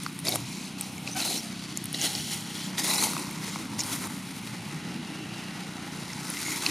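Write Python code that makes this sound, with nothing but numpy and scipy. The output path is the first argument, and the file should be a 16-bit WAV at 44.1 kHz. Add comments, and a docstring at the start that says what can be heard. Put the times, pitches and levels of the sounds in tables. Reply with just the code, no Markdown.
"""Animals move in dry leaves: resonant clicks snap at once, treads crush noise crackle from 0.25 s on.
At 1.15 s a bent stem creaks in harmonics; then treads and drags, gated noise with hiss, until about 4 s.
In the lull a narrow insect hiss swells near 5.4 s; a last drag and a loud snap end the scene at 6.7 s.
Throughout, a far engine, a sum of sines, idles a little faster, then slower, over a noise wash of air."""
import sys
import numpy as np
from scipy import signal
from scipy.io import wavfile

SR = 44100
rng = np.random.default_rng(int(sys.argv[2]) if len(sys.argv) > 2 else 0)


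def log_audio(samples):
    """Write samples as a 16-bit WAV file to the path given in sys.argv[1]."""
    # one column per channel
    frames = np.atleast_2d(samples).T
    # limit to full scale, then quantise
    limited = np.clip(frames, -1, 1)
    pcm = np.round(limited * 32767).astype(np.int16)
    wavfile.write(sys.argv[1], SR, pcm)


def boost(x):
    """Linear amplitude factor 10**(x/20) for a level x in decibels (scalar or array-like)."""
    u = np.asarray(x, float) / 20
    return 10 ** u


N = 295470


def rms_one(x):
    """Scale to unit power."""
    return x / np.sqrt(np.mean(x ** 2) + 1e-20)


def in_time(rows):
    """Each column of a table as a curve per sample; the first column is seconds."""
    s, *columns = np.transpose(rows)
    return [np.interp(np.arange(N) / SR, s, c) for c in columns]


def at_hz(points, hz):
    """Read a spectrum on a log-frequency axis."""
    point_hz, db = np.array(points).T
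    return np.interp(np.log(hz), np.log(point_hz + 1), db)


def drift(rate_hz):
    """Slow random curve of spread 1: noise through a two-pole low-pass."""
    r = np.exp(-80 * np.pi * rate_hz / SR)  # one step per 40 samples
    noise = rng.standard_normal(N // 40 + 2002)
    slow = signal.lfilter([1], [1, -2 * r, r * r], noise)[2000:]
    return np.interp(np.arange(N) / 40, np.arange(len(slow)), rms_one(slow))


def resonate(x, hz, width_hz):
    """One resonance, gain 1 on top."""
    r = np.exp(-np.pi * width_hz / SR)
    b = [(1 - r * r) / 2, 0, (r * r - 1) / 2]
    a = [1, -2 * r * np.cos(2 * np.pi * hz / SR), r * r]
    return signal.lfilter(b, a, x)


def resonate_twice(x, hz, width_hz):
    """Two equal resonances in series: steeper skirts."""
    return resonate(resonate(x, hz, width_hz), hz, width_hz)


# Stereo width. Each row: frequency in Hz, side re mid in dB before widening and random variation.
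SIDE_RE_MID = [(25, -7), (100, -26), (200, -34), (700, -22.5), (1500, -18.5), (2800, -23.5), (5600, -20),
               (8000, -21), (10000, -9), (14000, -0.5)]


def third_octaves(pair, low_hz, wider_db, side_varies_db):
    """Yields centre Hz and stereo band; the side part, opposite in left and right, varies randomly in level."""
    edges_hz = low_hz * 2 ** np.arange(0, np.log2(17000 / low_hz), 1 / 3)
    for k, (low, high) in enumerate(zip(edges_hz, edges_hz[1:])):
        sos = signal.butter(2, [low, high], "band", fs=SR, output="sos")
        mid, side = signal.sosfilt(sos, pair[k % len(pair)])  # neighbour bands use separate noise
        hz = np.sqrt(low * high)
        side_db = at_hz(SIDE_RE_MID, hz) + wider_db * min(1, 500 / hz) + side_varies_db * drift(6.9)
        yield hz, mid + boost(side_db) * side * [[1], [-1]]


AIR_RMS_DB = -40
# Air spectrum. Each row: frequency in Hz, relative density in dB per Hz.
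AIR_SPECTRUM = [(25, -32), (69, -20), (118, -2.5), (167, 0.5), (309, -6), (515, -33), (856, -17.5),
                (1670, -16), (2780, -16.5), (3440, -20.5), (9520, -30.5), (15000, -57)]


def open_air(patchy_db):
    """A smooth wash of far foliage and rumble: noise whose bands each breathe a little."""
    noise = rng.standard_normal((2, 2, N))
    wash = 0
    for hz, band in third_octaves(noise, 26.6, wider_db=3.5, side_varies_db=4.0):
        breath_db = patchy_db * min(1, 400 / hz) * drift(1.47)
        wash = wash + band * boost(at_hz(AIR_SPECTRUM, hz) + breath_db)
    return boost(AIR_RMS_DB) * rms_one(wash)


# Idling engine. Each row: time in seconds, firings per second, level in dB before a 2 dB cut,
# tilt in dB per multiple about the sixth.
ENGINE_IDLE = [(0, 30.1, -40, 0.1), (.5, 31.5, -40, 0.1), (3.2, 31.5, -38, 0.1), (4.2, 31.05, -40, -.3),
               (4.6, 30.35, -41, -.5), (5.5, 30.1, -40, -.8), (6.7, 29.6, -41, -.8)]
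# Engine harmonics. Each row: multiple of the firing rate, relative level in dB.
ENGINE_MULTIPLES = [(2, -22.5), (3, -16), (4, -10), (5, 0), (6, 3), (7, -1), (8, -5), (9, -3), (10, -18),
                    (11, -14)]


def engine(waver_db, wander_rad):
    """Multiples of the firing rate, each swelling and slipping in phase on its long way through the air."""
    firings_per_s, db, tilt_db = in_time(ENGINE_IDLE)
    turn = 2 * np.pi * np.cumsum(firings_per_s) / SR
    hum = 0
    for k, level_db in ENGINE_MULTIPLES:
        swell_db = level_db + tilt_db * (k - 6) + waver_db * drift(1.5)
        hum = hum + boost(swell_db) * np.sin(k * turn + wander_rad * drift(1.2))
    return boost(db - 2.0) * rms_one(hum)


# Far insect band. Each row: time in seconds, level in dB.
INSECT_LEVEL = [(4.2, -70), (4.8, -54), (5.4, -47.5), (6.1, -66)]


def insects():
    """A faint narrow band of noise that swells in the lull."""
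    hiss = resonate_twice(rng.standard_normal(N), 2780, width_hz=330)
    return boost(in_time(INSECT_LEVEL)[0]) * rms_one(hiss)


# Rubbed stems and stiff leaves. Each row: start in seconds, length in seconds, level in dB, mode in Hz.
RUBS = [(0.318, 0.012, -36, 3700), (0.33, 0.027, -33.5, 616), (1.112, 0.022, -42.5, 6040),
        (1.11, 0.016, -44, 9000), (1.169, .025, -41.5, 6150), (1.17, 0.024, -43, 9500),
        (1.215, 0.16, -37.5, 4130), (1.361, 0.037, -39.5, 5600), (2.874, 0.057, -39, 1010),
        (2.889, 0.037, -34.5, 3980), (2.978, 0.021, -33.5, 4120), (3.79, 0.018, -34, 5370),
        (3.79, 0.017, -31, 6900), (6.44, 0.084, -40, 6740), (6.336, 0.049, -43, 2030),
        (6.449, 0.11, -39.5, 2130)]


def scrapes(slips_per_s, cycles, fade_s):
    """Dense uneven slips ring one narrow mode for the length of the stroke."""
    out, t = np.zeros(N + SR), np.arange(SR // 4) / SR
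    draws = rng.random((len(RUBS), 2, len(t)))
    for (s, length_s, db, hz), (when, size) in zip(RUBS, draws):
        slips = (when < slips_per_s / SR) * (2 * size - 1) + 1e-9
        stroke = np.clip(np.minimum(t / 0.0025, 1 + (length_s - t) / fade_s), 0, 1)
        ring = rms_one(resonate_twice(slips, hz, np.sqrt(hz * 2000) / cycles))
        start = round(s * SR)
        out[start:start + len(t)] += boost(db) * stroke * ring
    return out[:N]


CREAK_S, CREAK_LENGTH_S, CREAK_HZ, CREAK_DB = 1.153, 0.033, 758, -30.5


def creak(tilt_db):
    """A bent stem creaks once: regular stick-slip gives a short stack of harmonics."""
    t = np.arange(N) / SR - CREAK_S
    stack = sum(boost(tilt_db * k) * np.sin(2 * np.pi * (k + 1) * CREAK_HZ * t) for k in range(4))
    swell = np.sin(np.pi * np.clip(t / CREAK_LENGTH_S, 0, 1)) ** .5
    return boost(CREAK_DB) * stack * swell


# Single snaps. 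Each row: start in seconds, peak in dB, low ring in Hz, high ring in Hz,
# weight of the low ring in dB (limited to 0.95 of the mix).
SNAP_EVENTS = [(0.0343, -24.5, 2000, 9050, -24), (0.063, -16.5, 1270, 4400, -2),
               (0.19, -22, 1940, 8400, -14), (0.2005, -29, 1970, 9900, -22), (0.2505, -22, 2030, 9400, -9),
               (0.269, -14.5, 696, 4500, -8.5), (0.2833, -11, 958, 4330, -9),
               (0.2902, -16, 2300, 10700, -14), (0.3217, -21, 910, 3700, -13),
               (0.3406, -31, 2300, 6960, -17), (0.3495, -23, 2000, 10400, -20),
               (0.357, -11.5, 890, 8500, -7), (0.81, -15, 2360, 8550, -22),
               (0.9802, -24.5, 2240, 6650, -5.5), (1.0751, -19, 2500, 4100, -4),
               (1.148, -28, 6000, 9300, -6), (1.2026, -19.5, 2600, 4300, -9), (1.359, -22, 4200, 7500, -6),
               (1.773, -12.5, 2700, 6640, -34), (1.8406, -22.5, 2950, 9900, -31),
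               (1.856, -21, 2707, 9100, -22), (1.9282, -21, 1450, 9600, -23), (1.9445, -19, 1980, 4000, -9),
               (2.014, -13, 3070, 6000, -12), (2.151, -15.5, 3020, 4200, -13),
               (2.7807, -18, 1980, 3300, -7.5), (2.911, -16, 1040, 4150, -4), (2.958, -16, 1000, 5000, -17),
               (2.984, -24, 1000, 5000, -3), (3.0245, -13, 1010, 6440, -8), (3.0374, -15, 2150, 6300, -19),
               (3.0695, -18, 970, 6300, -5), (3.134, -18, 990, 9500, -4), (3.166, -20, 1050, 3000, 4),
               (3.179, -21, 2540, 7500, -7), (3.195, -23, 2500, 8100, -16), (3.3102, -25.5, 2180, 9050, -7),
               (3.559, -19.5, 800, 2170, -2), (3.7915, -18, 2100, 5440, -10),
               (3.8048, -14, 2370, 5400, -17), (3.8102, -19, 2300, 5500, -24),
               (3.8352, -19, 4940, 8660, -5), (3.932, -31, 3500, 9500, -16), (4.04, -30, 2200, 5000, 4),
               (4.071, -22.5, 940, 9000, -6), (6.132, -22.5, 1820, 5060, -7), (6.301, -21, 2020, 9300, -30),
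               (6.338, -27, 2400, 5600, -12), (6.37, -22, 2140, 5200, -5), (6.482, -26, 1100, 3000, 3),
               (6.506, -21, 2100, 5360, -9), (6.521, -24, 5500, 9500, -6), (6.635, -21.5, 939, 4900, 0),
               (6.65, -27, 1010, 10600, -2), (6.6631, -6.5, 2690, 4050, -5.5)]


def snaps(dies_s, low_cycles, high_cycles, tick_db, side_db):
    """A short dying burst rings a low and a high mode of the piece, with a broad tick at the same onset."""
    out, t = np.zeros((2, N + SR)), np.arange(SR // 20) / SR
    envelope = boost(-60 * t / dies_s) * np.minimum(t / 0.0002, 1)
    bursts = rng.standard_normal((len(SNAP_EVENTS), 2, len(t))) * envelope
    for (s, db, low_hz, high_hz, low_db), (burst, other) in zip(SNAP_EVENTS, bursts):
        # stiff pieces ring higher and longer, soft ones give a dull knock
        low = resonate(burst, low_hz, low_hz / (low_cycles * min(low_hz / 2000, 1.3) ** 2))
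        high = burst + boost(side_db) * high_hz / 10000 * other * [[1], [-1]]
        high = resonate_twice(high, high_hz, high_hz / high_cycles)
        # the tick reaches somewhat above the high mode
        tick = signal.lfilter(*signal.butter(3, min(1.5 * high_hz, 14000), fs=SR), burst)
        bright = high / np.abs(high).max() + boost(tick_db) * tick
        share = np.clip(boost(low_db), 0, .95)
        sound = share * low / np.abs(low).max() + (1 - share) * bright
        start = round(s * SR)
        out[:, start:start + len(t)] += boost(db) * sound / np.abs(sound).max()
    return out[:, :N]


ATTACK_DB_PER_S, RELEASE_DB_PER_S = 1200, 350
BUILD_DB = 14.5  # gained by a drag over its build-up
SETTLE_DB, SETTLE_DB_PER_S = -5, 98  # pressed leaves spring back after every move
# Faint stirring of litter. Each row: time in seconds, thin leaves in dB, then heavy litter,
# broad leaves and brittle edges in dB re thin. 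Levels drive the later stages.
STIRRING = [(0, -41.5, -13, -2, -4), (.2, -59.5, -14, 3, 13.5), (.45, -70.5, 21, -63, -4),
            (.95, -53.5, 7.5, -7, 9.5), (1.5, -43.5, -6.5, 2, -9), (1.85, -46, -11, 1, -2.5),
            (2.45, -51.5, 3, 3, -24.5), (3.2, -42, -0.5, 2.5, 0.5), (3.75, -47.5, 2.5, 4, -1.5),
            (4.3, -48.5, -1, 5, 3.5), (5.0, -48, 3.5, 7, -5.5), (5.9, -47, 2, 7, -2.5),
            (6.3, -41, -4, -1.5, -5), (6.7, -37, -30, 5.5, 4.5)]
# Treads, sudden then fading. Each row: start in seconds, hold in seconds, then the same four levels.
TREAD_MOVES = [(0.254, 0.1, -34.5, -0.5, -7, 2), (0.456, 0.23, -43, -32, -13, -1.5),
               (0.784, 0.077, -43.5, -27, -3, 1), (1.066, 0.027, -39.5, -5, -4, -13),
               (1.167, 0.072, -35, -6, 2, 2.5), (1.25, 0.12, -35.5, -3, -9, 5.5),
               (1.944, 0.0067, -35.5, -9, -9, -3), (2.14, 0.18, -39.5, -9, -4, 2.5),
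               (2.783, 0.013, -30, -6.5, -0.5, 3), (2.843, 0.1, -31.5, -3.5, -6, 5),
               (3.44, 0.12, -40.5, -20, -4, -3.5), (3.789, 0.0086, -36.5, -2.5, -18, 2),
               (4.019, 0.028, -44, 6.5, 6, 7)]
# Drags, building up. Each row: loudest moment in seconds, build-up in seconds, then the same four levels.
DRAG_MOVES = [(2.048, 0.061, -26.5, -10, 2.5, 2.5), (2.334, 0.047, -34, -9, 1, 4),
              (2.649, 0.28, -38, -22, 3.5, 0.5), (3.042, 0.14, -27, -3.5, -3.5, 6),
              (3.934, 0.095, -34, -0.5, 3.5, 7.5), (6.525, 0.27, -39.5, 0, 7, 9),
              (6.7, 0.18, -34, -2.5, -10, -17)]


def crushing():
    """Power of the four litter sizes from stirring and moves; each move rises, holds, lets go and settles."""
    t, moves = np.arange(0, N, 32) / SR, 1e-12
    shapes = [(s, s + hold_s, ATTACK_DB_PER_S, levels) for s, hold_s, *levels in TREAD_MOVES]
    shapes += [(s, s, BUILD_DB / build_s, levels) for s, build_s, *levels in DRAG_MOVES]
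    for top_s, end_s, rise_db_per_s, (db, *others) in shapes:
        after_s = np.maximum(t - end_s, 0)
        fall_db = np.maximum(-RELEASE_DB_PER_S * after_s, SETTLE_DB - SETTLE_DB_PER_S * after_s)
        shape_db = fall_db - rise_db_per_s * np.maximum(top_s - t, 0)
        moves = moves + boost(db + shape_db + np.array([0] + others)[:, None]) ** 2
    moves = np.array([np.interp(np.arange(N) / SR, t, size) for size in moves])
    db, *others = in_time(STIRRING)
    stir = boost(db + np.array([0 * db] + others)) ** 2
    return stir, moves


def ticks(per_s, spread_db, cycles, db):
    """Small stiff bits break wherever the animal moves; each rings briefly at one of 16 pitches."""
    thin_power = crushing()[1][0]
    size = boost(spread_db * np.minimum(rng.exponential(1, N), 4))
    clicks = (rng.random(N) < per_s / SR) * size * rng.choice([-1, 1], N)
    dealt = rng.integers(0, 16, N)
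    rings = 0
    for k, hz in enumerate(np.geomspace(2000, 7500, 16)):
        rings = rings + resonate_twice(clicks * (dealt == k) + 1e-18, hz, hz / cycles)
    return boost(db) * np.sqrt(thin_power) * rms_one(rings)


STIR_HISS_DB, MOVE_HISS_DB = 4.5, 10.5  # sliding hiss re crackle
# Where thin, heavy, broad and brittle litter sound, in that order, in Hz.
LITTER_HZ = [4900, 750, 2300, 11000]
# Leaf spectrum. Each row: frequency in Hz, relative density in dB per Hz.
LEAF_SPECTRUM = [(140, -29), (240, 12), (463, -6), (1010, -11.5), (1670, -1), (2160, -7), (3390, -10.5),
                 (4030, -4), (10400, -7), (12500, -22), (15000, -26.5)]


def leaves(cracks_per_s, spread_db, clump_db, patchy_db):
    """Countless uneven cracks, in clumps, over the hiss of sliding leaves; litter sizes shift the spectrum."""
    stir, moves = crushing()
    thin_db, *others = 10 * np.log10(stir + moves)
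    order = np.argsort(LITTER_HZ)
    # only changes in the balance of sizes count, not its mean
    shift_db = (np.array([thin_db] + others) - thin_db)[order]
    shift_db -= shift_db.mean(axis=1, keepdims=True)
    clump = boost(clump_db * drift(40.0))
    born = rng.random(N) < cracks_per_s * boost(3.0 * drift(25)) / SR
    cracks = born * boost(spread_db * np.minimum(rng.exponential(1, N), 4))
    # a crack lasts a fraction of a millisecond, so it gates a short spit of noise
    spit = rms_one(signal.lfilter([1], [1, -.93], cracks))
    move_share = moves[0] / (stir[0] + moves[0])
    hiss = boost(STIR_HISS_DB + (MOVE_HISS_DB - STIR_HISS_DB) * move_share)
    drive = clump * (spit + hiss) / np.sqrt(1 + hiss ** 2) * rng.standard_normal((2, 2, N))
    out = 0
    for hz, band in third_octaves(drive, 252.7, wider_db=10.0, side_varies_db=4.0):
        place = np.interp(np.log(hz), np.log(np.sort(LITTER_HZ)), np.arange(len(order)))
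        below = min(int(place), len(order) - 2)
        size_db = shift_db[below] + (place - below) * (shift_db[below + 1] - shift_db[below])
        # narrow low bands vary more from moment to moment than the wide treble
        patch_db = patchy_db * min(1, 2000 / hz) * drift(4.5)
        out = out + band * boost(at_hz(LEAF_SPECTRUM, hz) + size_db + patch_db)
    return boost(thin_db + 3.0) * rms_one(out)


# Hollows of the litter. Each row: time in seconds, low pitch in Hz, upper pitch in Hz.
HOLLOW_PITCHES = [(.24, 574, 2190), (.4, 950, 2170), (1.45, 700, 2780), (2.66, 885, 3270),
                  (2.78, 860, 1870), (3.05, 920, 2060), (4, 904, 2100), (5.3, 790, 1830), (6.5, 900, 2040)]


def hollows(x, low_db, upper_db, sharpness):
    """Air pockets in the pressed litter ring at pitches that shift with the animal."""
    for pitch_hz, db in zip(in_time(HOLLOW_PITCHES), (low_db, upper_db)):
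        rung, state = np.zeros_like(x), np.zeros((2, 2))
        for i in range(0, N, 256):
            r = np.exp(-np.pi * pitch_hz[i] / sharpness / SR)
            w = 2 * np.pi * pitch_hz[i] / SR
            b, a = [(1 - r * r) / 2, 0, (r * r - 1) / 2], [1, -2 * r * np.cos(w), r * r]
            rung[:, i:i + 256], state = signal.lfilter(b, a, x[:, i:i + 256], zi=state)
        x = x + boost(db) * rung
    return x


# Echo off a surface behind the litter. Each row: time in seconds, delay in ms, strength from 0 to 1.
ECHO = [(0, 0.73, 0.05), (.7, 0.56, 0.28), (1.15, 0.67, 0), (2, 0.81, 0.44), (2.7, 0.776, 0.23),
        (3.05, 0.55, 0.4), (3.4, 0.65, 0)]


def with_echo(x):
    """The inverted, slightly duller echo combs the spectrum; the teeth move as the animal does."""
    delay_ms, strength = in_time(ECHO)
    earlier = np.arange(N) - delay_ms * SR / 1000
    dull = signal.lfilter([.7], [1, -.3], x)
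    echo = np.array([np.interp(earlier, np.arange(N), c) for c in dull])
    return x - np.clip(strength, 0, .9) * echo


def scene():
    """Litter and snaps close by, engine, insects and air far off."""
    litter = leaves(cracks_per_s=800, spread_db=-0.5, clump_db=1.44, patchy_db=1.5)
    litter = litter + ticks(per_s=1800, spread_db=2.5, cycles=8.0, db=-4.0)
    litter = hollows(litter, low_db=10.5, upper_db=-2.5, sharpness=5.44)
    cracks = snaps(dies_s=.01, low_cycles=9.0, high_cycles=4.5, tick_db=-7.0, side_db=-22.0)
    rubbed = scrapes(slips_per_s=1500, cycles=7.0, fade_s=0.012) + creak(tilt_db=-3.5)
    idling = engine(waver_db=1.5, wander_rad=.35)
    return with_echo(litter) + cracks + idling + insects() + open_air(patchy_db=4.0) + rubbed


def bell(x, hz, width_hz, db):
    """A peak or dip in the response."""
    w, a = 2 * np.pi * hz / SR, boost(db / 2)
    k = np.sin(w) * width_hz / hz / 2
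    middle = -2 * np.cos(w)
    return signal.lfilter([1 + k * a, middle, 1 - k * a], [1 + k / a, middle, 1 - k / a], x)


# Microphone housing. Each row: frequency in Hz, width in Hz, gain in dB.
HOUSING_BELLS = [(1708, 340, -6.5), (3890, 280, 3.5), (7800, 830, -4)]


def housing(x):
    """Resonances of the housing colour both channels; the left port hears more treble."""
    x = x.copy()
    for hz, width_hz, db in HOUSING_BELLS:
        x = bell(x, hz, width_hz, db)
    x[0] = bell(x[0], 12000, width_hz=7000, db=5.0)
    return x


def band_limit(x):
    """A steep low-pass at the top of the band."""
    return signal.sosfilt(signal.butter(12, 16510, fs=SR, output="sos"), x)


def record(dry):
    """The housing colours the sound, then a steep low-pass cuts the top."""
    top_hz, ripple_db = 15500, 1
    low_pass = signal.cheby1(10, ripple_db, top_hz, fs=SR, output="sos")
    mix = signal.sosfilt(low_pass, housing(dry))
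    return band_limit(mix)


dry = scene()
out = record(dry)
log_audio(out)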